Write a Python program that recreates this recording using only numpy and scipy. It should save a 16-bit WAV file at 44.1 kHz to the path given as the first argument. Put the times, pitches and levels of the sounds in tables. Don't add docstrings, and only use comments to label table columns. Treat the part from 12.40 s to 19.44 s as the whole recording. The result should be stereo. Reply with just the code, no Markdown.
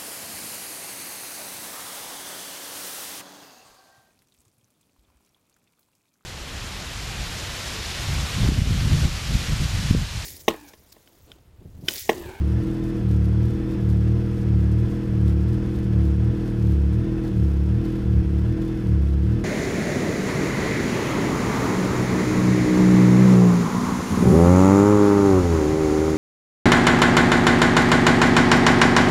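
import sys
import numpy as np
from scipy import signal
from scipy.fft import rfft, irfft
from scipy.io import wavfile

SR = 44100
rng = np.random.default_rng(int(sys.argv[2]) if len(sys.argv) > 2 else 0)


def bounce(signal):
    frames = np.transpose(np.atleast_2d(signal))
    limited = np.clip(frames, -1, 1)
    pcm = np.round(limited * 32767).astype(np.int16)
    wavfile.write(sys.argv[1], SR, pcm)


N = 310464
TIME = np.arange(N) / SR


def gain_of(db):
    return 10 ** (np.asarray(db) / 20)


def unit_rms(x):
    return x / np.sqrt(np.mean(x ** 2) + 1e-20)


def ease(u):
    return np.sin(np.pi / 2 * np.clip(u, 0, 1)) ** 2


def curve_at(points, hz):
    point_hz, value = np.transpose(points)
    return np.interp(np.log(hz + 1), np.log(point_hz + 1), value)


def colour(x, tone, modes=(), size=32768):
    hz = abs(np.fft.fftfreq(size, 1 / SR))
    bells_db = sum(db / (1 + (2 * (hz - centre) / width) ** 2) for centre, width, db in modes)
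    magnitude = gain_of(curve_at(tone, hz) + bells_db)
    response = np.exp(signal.hilbert(np.log(magnitude)).conj())
    ring = np.fft.ifft(response).real[:size // 2]
    return signal.fftconvolve(x, ring)[:len(x)]


def noise(tone, modes=()):
    return unit_rms(colour(rng.standard_normal(N + SR), tone, modes)[SR:])


def wander(rate_hz):
    hz = np.fft.rfftfreq(N, 1 / SR)
    return unit_rms(irfft(rfft(rng.standard_normal(N)) * np.exp(-(hz / rate_hz) ** 2), N))


def walls(x, count=40, wet_db=-13, first_s=.001, spread_s=.02):
    lateness, sign = rng.random(count), rng.choice([-1, 1], count)
    delays = ((first_s + spread_s * lateness) * SR).astype(int)
    taps = np.bincount(delays, sign * np.exp(-2 * lateness))
    taps = gain_of(wet_db) * taps / np.linalg.norm(taps)
    return unit_rms(x + signal.fftconvolve(x, taps)[:N])


# (pitch [multiple of the firing rate], level [dB], phase wander [rad])
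BELT_WHINES = [(16.2, -63.5, 0.22), (25.23, -66.5, 0.58), (25.73, -71, 0.37), (44.5, -65, 1.45),
               (84.7, -75.5, 1.1), (88.5, -72, 2.8)]
# (frequency [Hz], level [dB])
WHISTLES = [(8375, -81.5), (14115, -87)]

def whines(firing_hz, speed_db_per_hz=1.7, waver_db=2.5):
    firings = np.cumsum(firing_hz) / SR
    swell_db = speed_db_per_hz * (firing_hz - firing_hz.mean())
    tones = np.zeros(N)
    for multiple, db, slip in BELT_WHINES:
        level = gain_of(db + swell_db + waver_db * wander(24))
        tones += level * np.sin(2 * np.pi * multiple * firings + slip * wander(20))
    for hz, db in WHISTLES:
        tones += gain_of(db) * np.sin(2 * np.pi * hz * TIME + 3.1 * wander(14))
    return np.sqrt(2) * tones


# (start [s], length [s], relative level [dB])
STEAM_SURGES = [(0.114, 0.036, -62), (0.204, 0.19, -62.5), (0.43, 0.086, -61), (0.68, 0.095, -61.5),
                (0.83, 0.037, -63), (1.028, 0.09, -62), (1.285, 0.076, -62), (1.387, 0.052, -64),
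                (1.485, 0.052, -60), (1.944, 0.091, -62), (2.187, 0.068, -63), (2.313, 0.019, -57.5),
                (2.482, 0.092, -61.5), (2.852, 0.08, -61.5), (3.075, 0.08, -61.5), (3.338, 0.03, -61.5),
                (3.386, 0.064, -63), (3.604, 0.086, -62), (4.055, 0.06, -62), (4.253, 0.103, -61),
                (4.518, 0.05, -63), (4.827, 0.072, -62), (5.025, 0.074, -63), (5.434, 0.14, -63),
                (6.076, 0.056, -65), (6.208, 0.094, -63.5), (6.437, 0.038, -62.5), (6.673, 0.074, -63)]

def steam_flow(trickle_db=-66.5, waver_db=1.6, boost_db=1.0, rise_s=.013, fall_s=.02):
    flow = gain_of(trickle_db + waver_db * wander(17))
    for start, length, db in STEAM_SURGES:
        shape = ease(.5 + (TIME - start) / rise_s) * ease(.5 + (start + length - TIME) / fall_s)
        flow = np.maximum(flow, gain_of(db + boost_db) * shape)
    return flow


# (frequency [Hz], gain [dB])
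FIZZ_TONE = [(1500, -14), (3500, 9.5), (5500, 6.5), (7500, 3), (10500, 1.5), (13000, 0.5), (15000, -2.5)]

def steam(trim_db=3.0, spits_per_s=900, spit_share=0.8, flicker_db=1.74):
    clicks = (rng.random(N) < spits_per_s / SR) * rng.choice([-1, 1], N)
    accent_db = 3.5 * np.minimum(rng.exponential(1, N), 3)
    spits = unit_rms(colour(clicks * gain_of(accent_db), FIZZ_TONE))
    fizz = np.sqrt(spit_share) * spits + np.sqrt(1 - spit_share) * noise(FIZZ_TONE)
    stereo = np.array([walls(fizz) for ear in range(2)])
    return gain_of(trim_db + flicker_db * wander(100)) * steam_flow() * stereo


# (frequency [Hz], gain [dB])
RUSH_TONE = [(120, -10.5), (300, 13), (560, 3), (720, 3), (900, 3), (1200, -3), (1650, -3.5), (2050, -7),
             (3400, -12), (3900, -15.5), (5300, -15), (7200, -24.5), (11000, -27.5), (15000, -39.5)]
# (frequency [Hz], width [Hz], gain [dB])
UNDERBODY_MODES = [(742, 29, -6.5), (780, 50, -1.5), (913, 60, -9), (1050, 80, -3.5), (1355, 16, 2.5),
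                   (1586, 83, 1.5), (2540, 84, 4.5), (3050, 45, 7), (3470, 26, 4.5), (4300, 56, 2),
                   (5000, 40, 5), (5400, 50, 6), (5900, 45, -1), (6510, 60, 8)]
# (frequency [Hz], left-right correlation [0-1])
RUSH_IMAGE = [(300, 0.93), (700, 0.91), (1400, 0.8), (2800, 0.36), (5000, 0.067), (9000, 0.087),
              (14000, 0.29)]

def rush(firing_hz, level_db=-41.5, speed_db_per_hz=0.25, flutter_db=0.79):
    correlation = curve_at(RUSH_IMAGE, np.fft.rfftfreq(N, 1 / SR))
    mid = irfft(rfft(walls(noise(RUSH_TONE, UNDERBODY_MODES))) * np.sqrt((1 + correlation) / 2), N)
    side = irfft(rfft(walls(noise(RUSH_TONE, UNDERBODY_MODES))) * np.sqrt((1 - correlation) / 2), N)
    swell_db = speed_db_per_hz * (firing_hz - firing_hz.mean()) + flutter_db * wander(40)
    return gain_of(level_db + swell_db) * np.array([mid + side, mid - side])


# (frequency [Hz], gain [dB])
SHUDDER_TONE = [(11, -30), (17, -9), (26, -8), (40, -14), (52, 3), (60, 8), (70, 12), (90, -31),
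                (150, -69.5)]

def shudder(level_db=-40.0, waver_db=1.8, stumble_at_s=5.85, half_length_s=0.32, stumble_db=12.6):
    swell_db = stumble_db * np.exp(-((TIME - stumble_at_s) / half_length_s) ** 2)
    return gain_of(level_db + swell_db + waver_db * wander(3)) * noise(SHUDDER_TONE)


# (time at the bottom [s], firing rate there [Hz], fall [s], hold [s],
# recovery [s], firing rate regained [Hz])
IDLE_SAGS = [(-0.03, 35.35, 0.25, 0.01, 0.27, 40.51), (0.75, 36.79, 0.26, 0.0, 0.48, 40.23),
             (1.5, 37.14, 0.21, 0.0, 0.33, 39.39), (2.2, 36.63, 0.24, 0.0, 0.29, 39.9),
             (2.95, 36.17, 0.38, 0.0, 0.17, 39.65), (3.66, 35.95, 0.31, 0.0, 0.27, 39.79),
             (4.38, 35.07, 0.31, 0.0, 0.28, 40.63), (5.09, 34.88, 0.28, 0.07, 0.27, 40.44),
             (5.83, 35.71, 0.3, 0.09, 0.23, 40.43), (6.59, 34.95, 0.24, 0.12, 0.27, 39.88)]

def hunting_idle(waver_hz=.1):
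    before = IDLE_SAGS[0][-1]
    firing_hz = np.full(N, float(before))
    for bottom, low, fall, hold, recovery, regained in IDLE_SAGS:
        firing_hz += (low - before) * ease(1 + (TIME - bottom) / fall)
        firing_hz += (regained - low) * ease((TIME - bottom - hold) / recovery)
        before = regained
    return firing_hz + waver_hz * wander(7.24)


# (time [s], relative level [dB])
EFFORT_DRIFT = [(0, -0.5), (.9, 0.84), (2, 1.3), (3.2, 1.1), (4.1, 0.9), (5.2, 0.66), (6.1, 0.3), (7.04, 1)]

def effort(firing_hz, speed_db_per_hz=0.5, pickup_db_per_hz_per_s=0.0768, lag_s=0.11):
    lagged_hz = np.interp(TIME - lag_s, TIME, firing_hz)
    speed_db = speed_db_per_hz * (lagged_hz - lagged_hz.mean())
    pickup_db = pickup_db_per_hz_per_s * np.maximum(np.gradient(lagged_hz, TIME), 0)
    drift_db = np.interp(TIME, *np.transpose(EFFORT_DRIFT))
    return gain_of(drift_db + speed_db + pickup_db)


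def garage_echo(x, hz=84.4, width_hz=6.2):
    band = signal.lfilter(*signal.iirpeak(hz, hz / width_hz, fs=SR), x)
    return x - 2 * band


# (accent [dB], timing offset [ms])
CYLINDERS = [(.15, .19), (0, -.1), (0, .09), (-.15, -.18)]

def cylinder_pulses(firings, jitter_ms=.025, jitter_db=.25):
    onsets = np.flatnonzero(np.diff(np.floor(firings)))
    accent_db, late_ms = np.array(CYLINDERS)[np.arange(len(onsets)) % len(CYLINDERS)].T
    timing_jitter, level_jitter = rng.standard_normal((len(onsets), 2)).T
    position = onsets + (late_ms + jitter_ms * timing_jitter) * SR / 1000
    strength = gain_of(accent_db + jitter_db * level_jitter)
    sample, fraction = position.astype(int), position % 1
    weights = np.r_[strength * (1 - fraction), strength * fraction]
    pulses = np.bincount(np.r_[sample, sample + 1], weights, len(firings))
    return unit_rms(pulses[:len(firings)])


# (frequency [Hz], gain [dB])
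PULSE_TONE = [(20, -31.5), (45, -10), (70, -8), (130, 0.5), (200, -10), (350, -3.5), (520, -30.5),
              (650, -61.5), (1000, -44.5), (2500, -77)]
# (frequency [Hz], width [Hz], gain [dB])
PIPE_AND_GARAGE_MODES = [(42.2, 3.9, 8.5), (67.73, 28.3, 24), (81.02, 3.24, -26.5), (113.56, 10.66, 12.5),
                         (120.6, 5.5, -6.5), (158.5, 8, -11.5), (185.3, 39.6, 15), (230, 4.8, -9),
                         (234, 22, -2.8), (268, 7.8, -36), (324.35, 9.7, 8), (397, 55.4, -15),
                         (476, 66, 13.5)]
# (frequency [Hz], gain [dB])
TURBULENCE_TONE = [(25, -5), (50, -7), (85, -19), (130, -16), (190, -13), (260, -5), (330, -10), (420, -7),
                   (480, -7), (600, -2)]

def exhaust(firing_hz, level_db=-19.5, turbulence_db=-2.5, puff_decay_firings=1.0, leak=0.31):
    firings = np.cumsum(np.pad(firing_hz, (SR, 0), mode="edge")) / SR
    pulses = cylinder_pulses(firings)
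    puff_envelope = leak + np.exp(-(firings % 1) / puff_decay_firings)
    puffs = unit_rms(puff_envelope * rng.standard_normal(len(firings)))
    drive = pulses + gain_of(turbulence_db) * colour(puffs, TURBULENCE_TONE)
    throb = garage_echo(colour(drive, PULSE_TONE, PIPE_AND_GARAGE_MODES))[SR:]
    return gain_of(level_db) * unit_rms(throb * effort(firing_hz))


def scene(pan_db=.45):
    firing_hz = hunting_idle()
    engine = exhaust(firing_hz) + shudder() + whines(firing_hz) + rush(firing_hz)
    return engine * gain_of([[pan_db], [-pan_db]]) + steam()


def record(dry, cutoff_hz=15300):
    lowpass = signal.firwin(511, cutoff_hz, window=("kaiser", 9), fs=SR)
    return signal.oaconvolve(dry, lowpass[None], "same")


dry = scene()
out = record(dry)
bounce(out)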